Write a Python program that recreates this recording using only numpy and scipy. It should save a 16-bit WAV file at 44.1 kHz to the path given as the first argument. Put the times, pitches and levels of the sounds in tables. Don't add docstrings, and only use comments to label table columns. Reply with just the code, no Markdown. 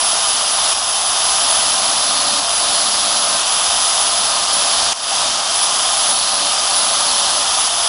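import sys
import numpy as np
from scipy import signal
from scipy.fft import rfft, irfft, next_fast_len
from scipy.io import wavfile
from scipy.ndimage import uniform_filter1d

SR = 44100
rng = np.random.default_rng(int(sys.argv[2]) if len(sys.argv) > 2 else 0)


def unload_audio(sound):
    columns = np.transpose(np.atleast_2d(sound))
    steps = np.round(np.clip(columns, -1, 1) * 32767)
    wavfile.write(sys.argv[1], SR, steps.astype(np.int16))


def amplitude_ratio(level_db):
    exponent = np.asarray(level_db, float) / 20
    return 10 ** exponent


N = 347508

# pitch_hz, level_db (per Hz)
HOUSING_COLOUR = [(20, -23), (120, -22.5), (430, -17), (540, -13), (640, -3), (1300, -3), (1500, -9.5),
                  (2200, -14), (2700, -8), (3100, -4), (5500, -3.5), (7000, -8.5), (8400, -10.5),
                  (10500, -9)]
# pitch_hz, width_hz, level_db (over the housing colour)
FRAME_RINGS = [(66, 26, 9), (690, 70, 0), (781, 26, 3), (1037, 26, 2), (1215, 60, 1), (1550, 25, 4),
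               (3103, 36, 4), (3360, 45, 1), (3620, 110, 2), (4150, 50, 2), (4387, 30, 4), (4900, 300, 1),
               (5700, 100, -3), (6210, 60, 3), (8030, 120, -2), (9320, 70, 0)]
# pitch_hz, width_hz, level_db
TABLE_RINGS = [
    (143, 29, -7),
    (206, 40, 2),
    (266, 68, 2),
    (363, 81, -2.5),
]
# pitch_hz, level_db
SHAFT_TONES = [
    (781, -44.5),
    (1037, -46),
    (3103, -47.5),
    (4387, -46.5),
]
# share_of_hum_pitch, level_db (against the growl)
TOOTH_BEATS = [
    (2 / 8, -13),
    (3 / 8, -11),
    (4 / 8, -7),
]
# start_s, roar_db, whistle_db, high_air_db
MACHINE = [(0, -15, -24, -0.5), (.52, -15.5, -24, 0), (.7, -14, -24.5, 0), (1.0, -15, -23.5, 3),
           (1.5, -14, -23, 0.5), (2.0, -15, -25, -4), (2.7, -15, -25, -2), (3.3, -15, -24, -3),
           (3.85, -14.5, -24.5, 4.5), (4.35, -15, -26.5, -3), (4.85, -14, -26, -1), (5.2, -14, -31, -3),
           (5.46, -16.5, -34, -0.5), (5.54, -14.5, -26, -1.5), (5.9, -15, -25.5, 6), (6.3, -15, -23, -2.5),
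           (6.85, -15, -24.5, -1.5), (7.88, -15, -24, 5)]
# start_s, end_s, start_force (0-1), end_force (0-1), table_share
PUSHES = [(-.2, .08, .3, 0.12, 4), (.3, .52, .3, 0.2, .6), (.95, 1.18, 0.25, 0.06, .6),
          (1.3, 2.449, 0.1, 1, 1.3), (2.55, 3.42, 0.8, .8, 0.96), (3.55, 3.85, 0, 0.1, .5),
          (4.099, 4.46, 0.46, 0.85, 0.58), (4.497, 4.927, 1, 0.7, .45), (5.12, 5.4, 0.66, 0.45, 1.2),
          (6.039, 6.525, 1, .9, .6), (6.663, 7.449, 0.9, 0.76, 0.58)]
# start_s, sag_hz
SNAGS = [(0.0, 62), (0.075, 50), (0.29, 60), (0.53, 56.6), (0.69, 50), (0.89, 55), (1.07, 45), (1.25, 38.2),
         (1.51, 79), (1.7, 29), (1.87, 35.4), (2.03, 44.5), (2.55, 97.5), (2.74, 58), (3.17, 37.1),
         (3.51, 66.6), (3.85, 70.7), (4.01, 86), (4.19, 48.7), (4.54, 133.6), (4.73, 40), (5.04, 110.2),
         (5.14, 60), (5.56, 81), (5.64, 109), (5.98, 61.4), (6.1, 96), (6.77, 114.6), (7.18, 60),
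         (7.6, 56.5)]
# start_s, rise_hz, whistle_fade_db
SLIPS = [(0.17, 60.4, 2), (0.39, 49.9, 3), (0.6, 80, 0), (0.76, 60, 1), (1.15, 40, 5.5), (2.43, 110, 2),
         (3.435, 222, 6), (3.76, 43, -2), (3.939, 96, -1), (4.48, 121, 4), (4.83, 51.3, 3),
         (4.905, 100, 30), (4.94, 130, -9), (5.49, 139, 1), (5.69, 233, 10), (6.27, 90, 3), (6.43, 110, 4),
         (6.57, 224, 8), (7.24, 108, 5), (7.45, 188, 5), (7.7, 70, 3)]
# start_s, pitch_hz, level_db
FALLING_TONE = [
    (4.72, 10580, -60),
    (4.78, 10510, -36),
    (4.84, 10400, -40),
    (4.93, 10260, -37),
    (4.97, 10200, -60),
]
# pitch_hz, level_db
SIDE_COLOUR = [(400, -58), (600, -29), (1000, -19), (1400, -15), (1900, -39), (3000, -67), (3300, -45),
               (4200, -12), (5300, -21.5), (5600, -60)]
# pitch_hz, share_of_frames_lost
SIDE_LOSS = [(500, .7), (750, .05), (1500, .05), (3400, .13), (4500, .13), (4800, .5)]
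# start_s, depth_db, recovery_s
DUCKS = [
    (0.734, 3, 0.29),
    (1.02, 1, 0.073),
    (2.4, 1.5, 0.11),
    (3.42, 0.5, 0.04),
    (4.932, 10, 0.14),
    (6.115, 1.5, 0.27),
    (6.54, -0.5, 0.068),
    (7.679, 1.5, 0.092),
]
# pitch_hz, level_db
TOP_LIMIT = [(10450, 3), (10600, -3.5), (10750, -20), (11000, -15), (11030, -70), (12000, -100)]
GAP_BORDERS = [3000, 3700, 4500, 5300, 6000, 6700, 7500, 8200, 9000, 9700]
# start_s, level_db
SPITS = [
    (0.115, -55),
    (2.2, -63),
    (3.43, -64),
    (6.575, -62),
    (7.43, -62),
]

WHEEL_HZ, HUM_HZ, THROB_HZ = 16.7, 575, 187.5
MESH_HZ, LOUDER_DB_PER_HZ = 10110, 0.0529
SNAG_FALL_S, SNAG_BACK_S, SLIP_RISE_S, SLIP_BACK_S = 0.02, 0.091, 0.024, 0.037
BITE_S, LIFT_S = 0.072, 0.034
BLADE_LAG_S = 0.25


def evened(x):
    return x / np.sqrt(np.mean(x ** 2) + 1e-20)


def read(points, hz):
    f, value = np.transpose(points)
    return np.interp(np.log(hz + 1), np.log(f + 1), value)


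def columns(rows, t):
    s, *values = np.transpose(rows)
    return [np.interp(t, s, v) for v in values]


def drift(top_hz, low_hz=1.0):
    band = signal.butter(2, [low_hz, top_hz], "bandpass", fs=SR, output="sos")
    wander = signal.sosfilt(band, rng.standard_normal(N + SR))
    return evened(wander[SR:])


def shaped(x, gain):
    size = next_fast_len(N)
    hz = np.fft.rfftfreq(size, 1 / SR)
    return irfft(rfft(x, size) * gain(hz), size)[..., :N]


def bells(rows, hz):
    power = 0
    for f, width, db in rows:
        power = power + amplitude_ratio(db) ** 2 / (1 + (2 * (hz - f) / width) ** 2) ** 2
    return np.sqrt(power)


def tone(hz, db):
    turns = np.cumsum(hz * np.ones(N)) / SR
    return np.sqrt(2) * amplitude_ratio(db) * np.cos(2 * np.pi * turns)


def above(db, floor_db):
    return amplitude_ratio(db) * np.sqrt(np.maximum(1 - amplitude_ratio(floor_db - db) ** 2, 0.003))


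def bump(t, s, rise_s, back_s):
    rise = np.exp(-((t - s) / rise_s) ** 2)
    back = np.exp(-np.maximum(t - s, 0) / back_s)
    return np.where(t < s, rise, back)


def wheel_turn():
    t = np.arange(N) / SR
    return np.cos(2 * np.pi * WHEEL_HZ * t + 0.4 * drift(2))


def pushed(t, idle, full, table=False):
    force = 0
    for start, end, start_force, end_force, share in PUSHES:
        push = np.interp(t, [start, start + BITE_S, end - LIFT_S, end], [0, start_force, end_force, 0])
        force = force + push * (share if table else 1)
    return idle + (full - idle) * force


def roar():
    hz, t, z = signal.stft(rng.standard_normal((2, N)), SR, nperseg=512, noverlap=384)
    at = np.minimum(t * SR, N - 1).astype(int)
    roar_db, _, top_db = columns(MACHINE, t)
    lag_frames = max(int(BLADE_LAG_S / t[1]), 1)
    blade_db = uniform_filter1d(pushed(t, -4, 0.5), size=lag_frames)
    patches = rng.standard_normal((len(t), len(hz))).T
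    patches = uniform_filter1d(patches, size=12, axis=0)
    patches = evened(uniform_filter1d(patches, size=9, axis=1))
    low = read([(1500, 0.96), (2500, 0.87)], hz)[:, None]
    blade = read([(3650, 0.016), (3900, 1), (4500, 1), (4800, 0.065)], hz)[:, None]
    top = read([(2600, 0), (3200, 0.31), (3900, 0.052), (5200, 0), (6200, 0.17)], hz)[:, None]
    tilt_db = low * 0.5 + blade * blade_db + top * top_db
    wheel_db = 1.1 * wheel_turn()[at]
    throb_db = (1 - 0.81 * low) * (0.56 * patches + wheel_db + 0.53 * drift(25, 16.0)[at])
    throb_db = throb_db + 0.4 * (1 - low) * drift(9, 2.5)[at]
    z = z * amplitude_ratio(roar_db + tilt_db + throb_db)
    noise = signal.istft(z, SR, nperseg=512, noverlap=384)[1][:, :N]
    noise = noise * amplitude_ratio(0.5 * drift(150, 33))

    def housing(hz):
        return amplitude_ratio(read(HOUSING_COLOUR, hz) + 11.5) * np.sqrt(1 + bells(FRAME_RINGS, hz) ** 2)

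    return amplitude_ratio(-7.5) * shaped(noise, housing)


def hums():
    t = np.arange(N) / SR
    hum_db = pushed(t, -44, -35.5)
    sing_db = pushed(t, 0, 8)
    shafts = 0
    for hz, db in SHAFT_TONES:
        load_db = (hz > 4000) * sing_db
        shafts = shafts + tone(hz * (1 + 0.008 * drift(12)), db + 3.5 * drift(8) + load_db)
    blade = tone(HUM_HZ + 3.16 * drift(2.99), -3 + 0.81 * drift(5.3))
    return shafts + above(hum_db, -44.0) * blade


def growl():
    growl_db = pushed(np.arange(N) / SR, -42.5, -37.5, table=True)
    rings = evened(shaped(rng.standard_normal(N), lambda hz: bells(TABLE_RINGS, hz)))
    beats = 0
    for share, db in TOOTH_BEATS:
        beats = beats + tone(share * HUM_HZ + 4 * drift(10.5), db + 3 * drift(8.4))
    return above(growl_db, -43.0) * amplitude_ratio(-5.5 + 0.53 * drift(38, 2.2)) * (rings + beats)


def gears(t):
    sag_hz = sum(hz * bump(t, s, SNAG_FALL_S, SNAG_BACK_S) for s, hz in SNAGS)
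    slips = np.array([bump(t, s, SLIP_RISE_S, SLIP_BACK_S) for s, *_ in SLIPS])
    race_hz, fade_db = np.transpose(SLIPS)[1:] @ slips
    level_db = columns(MACHINE, t)[1] + LOUDER_DB_PER_HZ * sag_hz - fade_db
    return MESH_HZ - sag_hz + race_hz, level_db


def whistle():
    t = np.arange(N) / SR
    coarse = t[::64]
    hz, db = (np.interp(t, coarse, v) for v in gears(coarse))
    snag = wheel_turn() + 0.8 * drift(60, 15)
    flicker_db = 0.6 * snag + 0.9 * drift(120, 8) - 1.3
    mesh = tone(hz - 24 * snag + 16 * drift(250, 40), db + flicker_db)
    return mesh + tone(*columns(FALLING_TONE, t))


def scene():
    mid, side = roar()
    mid = mid + hums() + growl() + whistle()
    side = shaped(side, lambda hz: amplitude_ratio(read(SIDE_COLOUR, hz)))
    return np.array([mid + side, mid - side])


def gaps(x):
    turns = np.arange(N) / SR * THROB_HZ + 0.2
    size = next_fast_len(N)
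    hz, z = np.fft.rfftfreq(size, 1 / SR), rfft(x, size)
    for low_hz, top_hz in zip(GAP_BORDERS, GAP_BORDERS[1:]):
        chance, span = rng.random((int(turns[-1]) + 1, 2))[turns.astype(int)].T
        gap = 1.0 * (chance < 0.04) * (turns % 1 < 0.55 + 0.8 * span)
        gap = uniform_filter1d(gap, size=40)
        band = irfft(z * (hz >= low_hz) * (hz < top_hz), size)[:, :N]
        x = x - gap * band
    return x


def ragged(x):
    hz, t, z = signal.stft(x, SR, nperseg=1024, noverlap=512)
    jump = np.repeat(rng.random(len(t)), 2)[:len(t)] ** 2
    edge_hz = 11030 - (11030 - 10780) * jump
    luck = np.repeat(rng.random((len(t), 2)), 3, axis=0)[:len(t)].T
    luck = luck[1 * (hz > 2500)]
    lost = (z[0] - z[1]) / 2 * (luck < read(SIDE_LOSS, hz)[:, None])
    z = z - np.array([lost, -lost])
    x = signal.istft(z * (hz[:, None] < edge_hz), SR, nperseg=1024, noverlap=512)[1][:, :N]
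    t = np.arange(N) / SR
    fizz = evened(shaped(rng.standard_normal(N), lambda hz: (hz > 10800) * (hz < 11350)))
    return x + fizz * sum(amplitude_ratio(db) * np.exp(-((t - s) / 0.013) ** 2) for s, db in SPITS)


def low_pass(x):
    return signal.sosfilt(signal.butter(12, 11880, fs=SR, output="sos"), x)


def record(dry):
    t = np.arange(N) / SR
    duck_db = 0
    for s, db, recovery_s in DUCKS:
        duck_db = duck_db + db * (t > s) * np.exp(-(np.maximum(t - s, 0) / recovery_s) ** 2)
    throb_db = 0.8 * np.cos(2 * np.pi * (THROB_HZ * t - 0.66))
    x = gaps(dry * amplitude_ratio(throb_db - duck_db))
    x = ragged(shaped(x, lambda hz: amplitude_ratio(read(TOP_LIMIT, hz))))
    return low_pass(x)


dry = scene()
out = record(dry)
unload_audio(out)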